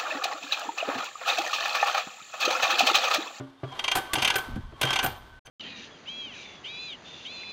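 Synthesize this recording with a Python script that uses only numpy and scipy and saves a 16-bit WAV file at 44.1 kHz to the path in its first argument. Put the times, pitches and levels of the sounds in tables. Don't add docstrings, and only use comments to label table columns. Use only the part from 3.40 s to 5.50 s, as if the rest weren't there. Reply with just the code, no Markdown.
import sys
import numpy as np
from scipy import signal
from scipy.fft import rfft, irfft
from scipy.io import wavfile
from scipy.ndimage import uniform_filter1d

SR = 44100
rng = np.random.default_rng(int(sys.argv[2]) if len(sys.argv) > 2 else 0)


def output_pcm(signal):
    pcm = np.clip(np.atleast_2d(signal).T, -1, 1) * 32767
    wavfile.write(sys.argv[1], SR, np.round(pcm).astype(np.int16))


N = 92610

# pitch_hz, gain_db, t60_s
LATCH_MODES = [(1000, -6, .04), (1965, -8, .06), (2113, -7, .06), (2340, -4, .06), (2500, -10, .04),
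               (2796, -5, .06), (2975, -5, .05), (3202, 0, .07), (3660, -5, .04), (4220, -12, .04),
               (4640, -11, .04), (6220, -10, .07), (7480, -24, .035), (9560, -24, .06)]
DRUM_MODES = [(749, -16.5, 0.062), (768, -2.5, 0.04), (833, -11.5, 0.056), (1000, -28.5, .08),
              (1184, -16, 0.097)]
PLATE_MODES = [(1462, -8.5, .08), (1540, -3.5, 0.11), (1526, -20.5, 0.8), (1670, -17.5, 0.16)]


def undb(db):
    return 10 ** (np.asarray(db) / 20)


def level(x, db):
    return x * undb(db) / np.sqrt(np.mean(x ** 2))


def interpolate(table, x, log=False):
    a, b = np.array(table, float).T
    return np.interp(np.log(x + 1), np.log(a + 1), b) if log else np.interp(x, a, b)


def colour(x, spectrum):
    gain = undb(interpolate(spectrum, np.fft.rfftfreq(4096, 1 / SR), log=True))
    cepstrum = irfft(np.log(level(gain, 0)))
    cepstrum[1:2048] *= 2
    cepstrum[2049:] = 0
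    return signal.fftconvolve(x, irfft(np.exp(rfft(cepstrum))))[:N]


def grit(scatter_db):
    return level(rng.standard_normal(N) * undb(scatter_db * np.minimum(rng.exponential(size=N), 5)), 0)


def walk(rate_hz):
    span = int(SR / rate_hz)
    return level(uniform_filter1d(uniform_filter1d(rng.standard_normal(N), span), span), 0)


def ring(push, modes, wander_rad=0):
    out = 0
    for hz, db, t60 in modes:
        r = np.exp(-np.log(1000) / (t60 * SR))
        w = 2 * np.pi * hz / SR
        drive = 1
        if wander_rad:
            drive = np.cos(np.cumsum(w + wander_rad * rng.standard_normal(N)) + 2 * np.pi * rng.random())
        out = out + undb(db) * signal.lfilter([np.sin(w)], [1, -2 * r * np.cos(w), r * r], push * drive)
    return out


def bursts(start_s, level_db, attack_ms, width_ms):
    t, out = np.arange(N) / SR, np.zeros(N)
    for s, db, width in zip(start_s, level_db, np.broadcast_to(width_ms, start_s.shape)):
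        span = slice(int(s * SR), int(s * SR) + 4000)
        age_ms = np.clip(t[span] - s, 0, None) * 1000
        rise = (1 - np.exp(-age_ms / attack_ms)) ** 2
        out[span] += 2 * undb(db) * rise * np.exp(-.5 * (age_ms / width) ** 2)
    return out


def hose():
    rubbing = [(0, -54.5, -59), (0.178, -60.5, -69), (0.298, -49.5, -55), (.37, -44, -45),
               (0.598, -38, -36), (0.719, -47, -46), (.79, -35, -28), (1, -39, -43), (1.2, -53.5, -58.5),
               (1.329, -58.5, -58), (1.401, -50, -63), (1.479, -34, -29.5), (1.68, -38.5, -36),
               (1.8, -52, -52.5), (2.1, -60.5, -78)]
    spectrum = [(88, -5), (150, -15.5), (383, 0), (475, -3.5), (998, 3), (2650, -11.5), (3220, -6),
                (5460, -19.5), (13700, -34.5), (16000, -75)]
    time_s, hiss_db, drive_db = np.array(rubbing).T
    t = np.arange(N) / SR
    hiss, drive = (undb(np.interp(t, time_s, db) + 0.83 * walk(60)) for db in (hiss_db, drive_db))
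    modes = LATCH_MODES + DRUM_MODES[3:] + PLATE_MODES[1:2]
    return colour(hiss * grit(3.0), spectrum) + undb(-53.5) * ring(drive, modes, wander_rad=0.11)


def rumble():
    swell = [(0.0, -73), (0.16, -102), (0.28, -71), (0.41, -74), (0.51, -71), (1.04, -70), (1.1, -39),
             (1.14, -32), (1.16, -34), (1.33, -48), (1.34, -51), (1.6, -68), (1.63, -37.5), (1.68, -41),
             (1.89, -56.5), (1.96, -50), (2.02, -54.5), (2.1, -65)]
    spectrum = [(12, -3), (20, 11.5), (123, 7), (189, -13), (233, 2), (313, -24.5), (700, -44), (910, -95),
                (1540, -120)]
    bass = level(colour(rng.standard_normal(N), spectrum), 0)
    return bass * undb(interpolate(swell, np.arange(N) / SR) + 0.73 * walk(38))


def background():
    spectrum = [(18, -42), (30, -28.5), (95, 4), (157, -5), (740, -47), (1160, -5), (1350, -26), (1500, 6),
                (1720, -26.5), (3140, -63), (16000, -35)]
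    return level(colour(rng.standard_normal(N), spectrum), -71.5)


def mount():
    thuds = [(.0005, -51, -39, -42.5), (.233, -34.5, -47, -37.5), (.56, -52, -73, -36),
             (0.582, -57.5, -77, -40.5), (0.735, -58, -59, -39.5), (0.77, -38, -56, -36.5),
             (0.962, -51.5, -59, -40.5), (1.32, -58, -62, -51.5), (1.437, -31, -49, -33),
             (1.643, -36.5, -54, -37.5), (2.073, -59, -64, -54.5)]
    # pitch_hz, gain_db, t60_s
    dull_modes = [(133, 0, .21), (160, -6, .1), (325, -6, .08), (385, -6, .08), (430, -7, .08),
                  (610, -6, .1), (665, -8, .08), (760, -8, .06), (1172, -5, .15), (1600, -10, .05)]
    hollow_modes = [(128, 0, .2), (270, -1, .4), (350, -14, .4), (434, -10, .2), (592, -8, .35),
                    (800, -12, .15), (1170, -13, .3), (1448, -8, .26)]
    spectrum = [(100, -20), (330, 16.5), (800, 5), (2000, -4.5), (4000, -17.5), (12000, -52)]
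    start_s, dull_db, hollow_db, knock_db = np.array(thuds).T
    dull = ring(bursts(start_s, dull_db, attack_ms=.1, width_ms=.25), dull_modes)
    hollow = ring(bursts(start_s, hollow_db, attack_ms=.1, width_ms=.25), hollow_modes)
    knock = bursts(start_s, knock_db, attack_ms=1, width_ms=12.6) * rng.standard_normal(N)
    highpass = signal.butter(4, 95, "high", fs=SR, output="sos")
    return signal.sosfilt(highpass, undb(-20) * (dull + hollow) + colour(knock, spectrum))


def squeaks():
    glides = [(0.177, 0.032, 3580, 3620, -59.5), (0.252, .14, 3330, 3055, -49),
              (0.312, 0.039, 960, 1050, -42), (0.335, 0.04, 990, 970, -51),
              (0.694, 0.077, 1120, 1176, -37.5), (1.21, 0.092, 950, 1179, -57),
              (1.33, 0.065, 3200, 3200, -62), (1.338, 0.19, 1135, 960, -48),
              (1.452, .065, 3185, 3200, -27.5), (1.864, .14, 1545, 1514, -53),
              (2.054, .016, 6250, 6200, -46.5)]
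    t, out = np.arange(N) / SR, 0
    waver, flutter = 1 + 0.0084 * walk(130), undb(3.9 * walk(90))
    for start_s, length_s, start_hz, end_hz, db in glides:
        progress = np.clip((t - start_s) / length_s, 0, 1)
        phase = 2 * np.pi * np.cumsum((start_hz + (end_hz - start_hz) * progress) * waver) / SR
        swell = np.sqrt(np.abs(np.sin(np.pi * progress))) * (progress < 1)
        out = out + undb(db) * swell * np.sin(phase)
    return out * flutter


def pawl():
    strikes = [(0.32, -43, -37, -53, -89, 6.5), (0.392, -24, -34, -38, -46, 7.1),
               (0.4416, -20, -65, -42, -44, 7), (0.4804, -14, -48, -26, -48, 5.55),
               (0.5156, -13.5, -17, -27.5, -36, 5.73), (0.5535, -35, -20, -33.5, -24.5, 8.7),
               (0.57, -35.5, -21.5, -30, -32.5, 8.2), (0.5834, -39, -32, -65, -35.5, 6.9),
               (0.7343, -26.5, -31, -27.5, -21.5, 6.74), (0.7549, -17, -22, -34, -54, 6.1),
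               (0.7823, -27, -33, -58, -64, 12.6), (0.822, -17.5, -24, -34, -31.5, 8.9),
               (0.848, -8.5, -25, -24, -31.5, 6.06), (0.8762, -13, -43, -19.5, -31, 6.5),
               (0.9023, -10, -38, -20, -33, 4.9), (0.9421, -18.5, -23, -24, -61, 3.8),
               (0.9576, -24, -27, -22, -23.5, 6.6), (0.9824, -32, -27, -29.5, -37, 7.9),
               (1.1584, -50, -39.5, -39, -57.5, 7.8), (1.4141, -19.5, -31, -30, -25, 6.1),
               (1.4312, -13.5, -32, -17.5, -30, 5.14), (1.452, -22.5, -25, -33, -34, 4.9),
               (1.4714, -25, -27.5, -47, -54.5, 5.1), (1.4888, -25.5, -39, -27, -68, 5.2),
               (1.5065, -11, -27.5, -20, -29.5, 3.32), (1.53, -19.5, -37, -34.5, -39, 8.7),
               (1.5589, -16, -27.5, -29.5, -37, 6.9), (1.5896, -15.5, -27.5, -24, -44, 7.05),
               (1.6296, -31, -25.5, -28.5, -34, 9.5), (1.6439, -32, -17, -21.5, -29.5, 5.36),
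               (1.662, -33.5, -18, -35.5, -30.5, 6.2), (2.0584, -56, -68, -50, -57, 7.6),
               (2.069, -39, -45, -53.5, -61, 4.8)]
    crack_modes = [(8570, -3, .04), (9000, -3, .04), (10650, -3, .05), (11400, -6, .04), (12400, -8, .04)]
    # frequency_hz, gain_db
    clack_spectrum = [(120, -80), (200, -23.5), (968, 8.5), (1840, -6), (2290, 7), (3190, 10.5), (3970, -1),
                      (6280, -4.5), (16000, -46.5)]
    crack_spectrum = [(3000, 18), (5500, 7.5), (9000, 10.5), (13000, 6.5), (16000, -6.5)]
    lead_s, attack_ms, wander_rad, scatter_db = .0025, 2.2, .09, 2.5
    start_s, *drives_db, width_ms = np.array(strikes).T
    latch, drum, plate, crack = (bursts(start_s - lead_s, db, attack_ms, width_ms) for db in drives_db)
    return (undb(-51.5) * ring(latch, LATCH_MODES, wander_rad)
            + undb(-41.5) * ring(drum, DRUM_MODES, wander_rad)
            + undb(-41.5) * ring(plate, PLATE_MODES, wander_rad)
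            + undb(-55) * ring(crack, crack_modes, wander_rad)
            + undb(-6.5) * colour(latch * grit(scatter_db), clack_spectrum)
            + undb(1.5) * colour(crack * grit(scatter_db), crack_spectrum))


def ping():
    strikes = [(.555, -35), (.957, -33), (1.636, -27)]
    modes = [(13570, 0, .08), (13640, -14, .2)]
    start_s, drive_db = np.array(strikes).T
    return undb(-40) * ring(bursts(start_s, drive_db, attack_ms=2.5, width_ms=6), modes, wander_rad=.04)


def flaps():
    pulses = [(1.076, 12.5, -43.5), (1.157, 13.7, -31.5), (1.179, 17, -44), (1.62, 15, -42.5)]
    spectrum = [(40, -29), (110, 0), (250, 3.5), (450, -16), (900, -33), (4000, -67.5)]
    start_s, width_ms, level_db = np.array(pulses).T
    envelope = bursts(start_s, level_db, attack_ms=3.9, width_ms=width_ms)
    return colour(envelope * rng.standard_normal(N), spectrum)


def room(x):
    decay = [(100, 0.62), (1000, 0.2), (4000, 0.41), (16000, 0.1)]
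    t, tail = np.arange(SR) / SR, 0
    for low_hz in 64.7 * 2 ** np.arange(8.):
        octave = signal.butter(2, [low_hz, 2 * low_hz], "band", fs=SR, output="sos")
        t60_s = interpolate(decay, 0.48 * low_hz, log=True)
        tail = tail + signal.sosfilt(octave, rng.standard_normal(SR)) * undb(-60 * t / t60_s)
    tail *= 1 - np.exp(-t / 0.0027)
    return signal.fftconvolve(x, tail * undb(-16) / np.sqrt(np.sum(tail ** 2)))[:N]


def scene():
    reel = pawl() + ping() + mount() + hose() + squeaks()
    return (reel + room(reel) + rumble() + flaps() + background())[None]


def record(dry):
    limit, top_hz = undb(-13.5), 16000
    off_s, on_s, fade_s = 1.995, 2.049, 0.004
    t = np.arange(N) / SR
    gate = np.clip(np.maximum(off_s - t, t - on_s) / fade_s, 0, 1)
    lowpass = signal.ellip(10, .2, 80, top_hz, fs=SR, output="sos")
    return signal.sosfilt(lowpass, limit * np.tanh(dry / limit) * gate)


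dry = scene()
out = record(dry)
output_pcm(out)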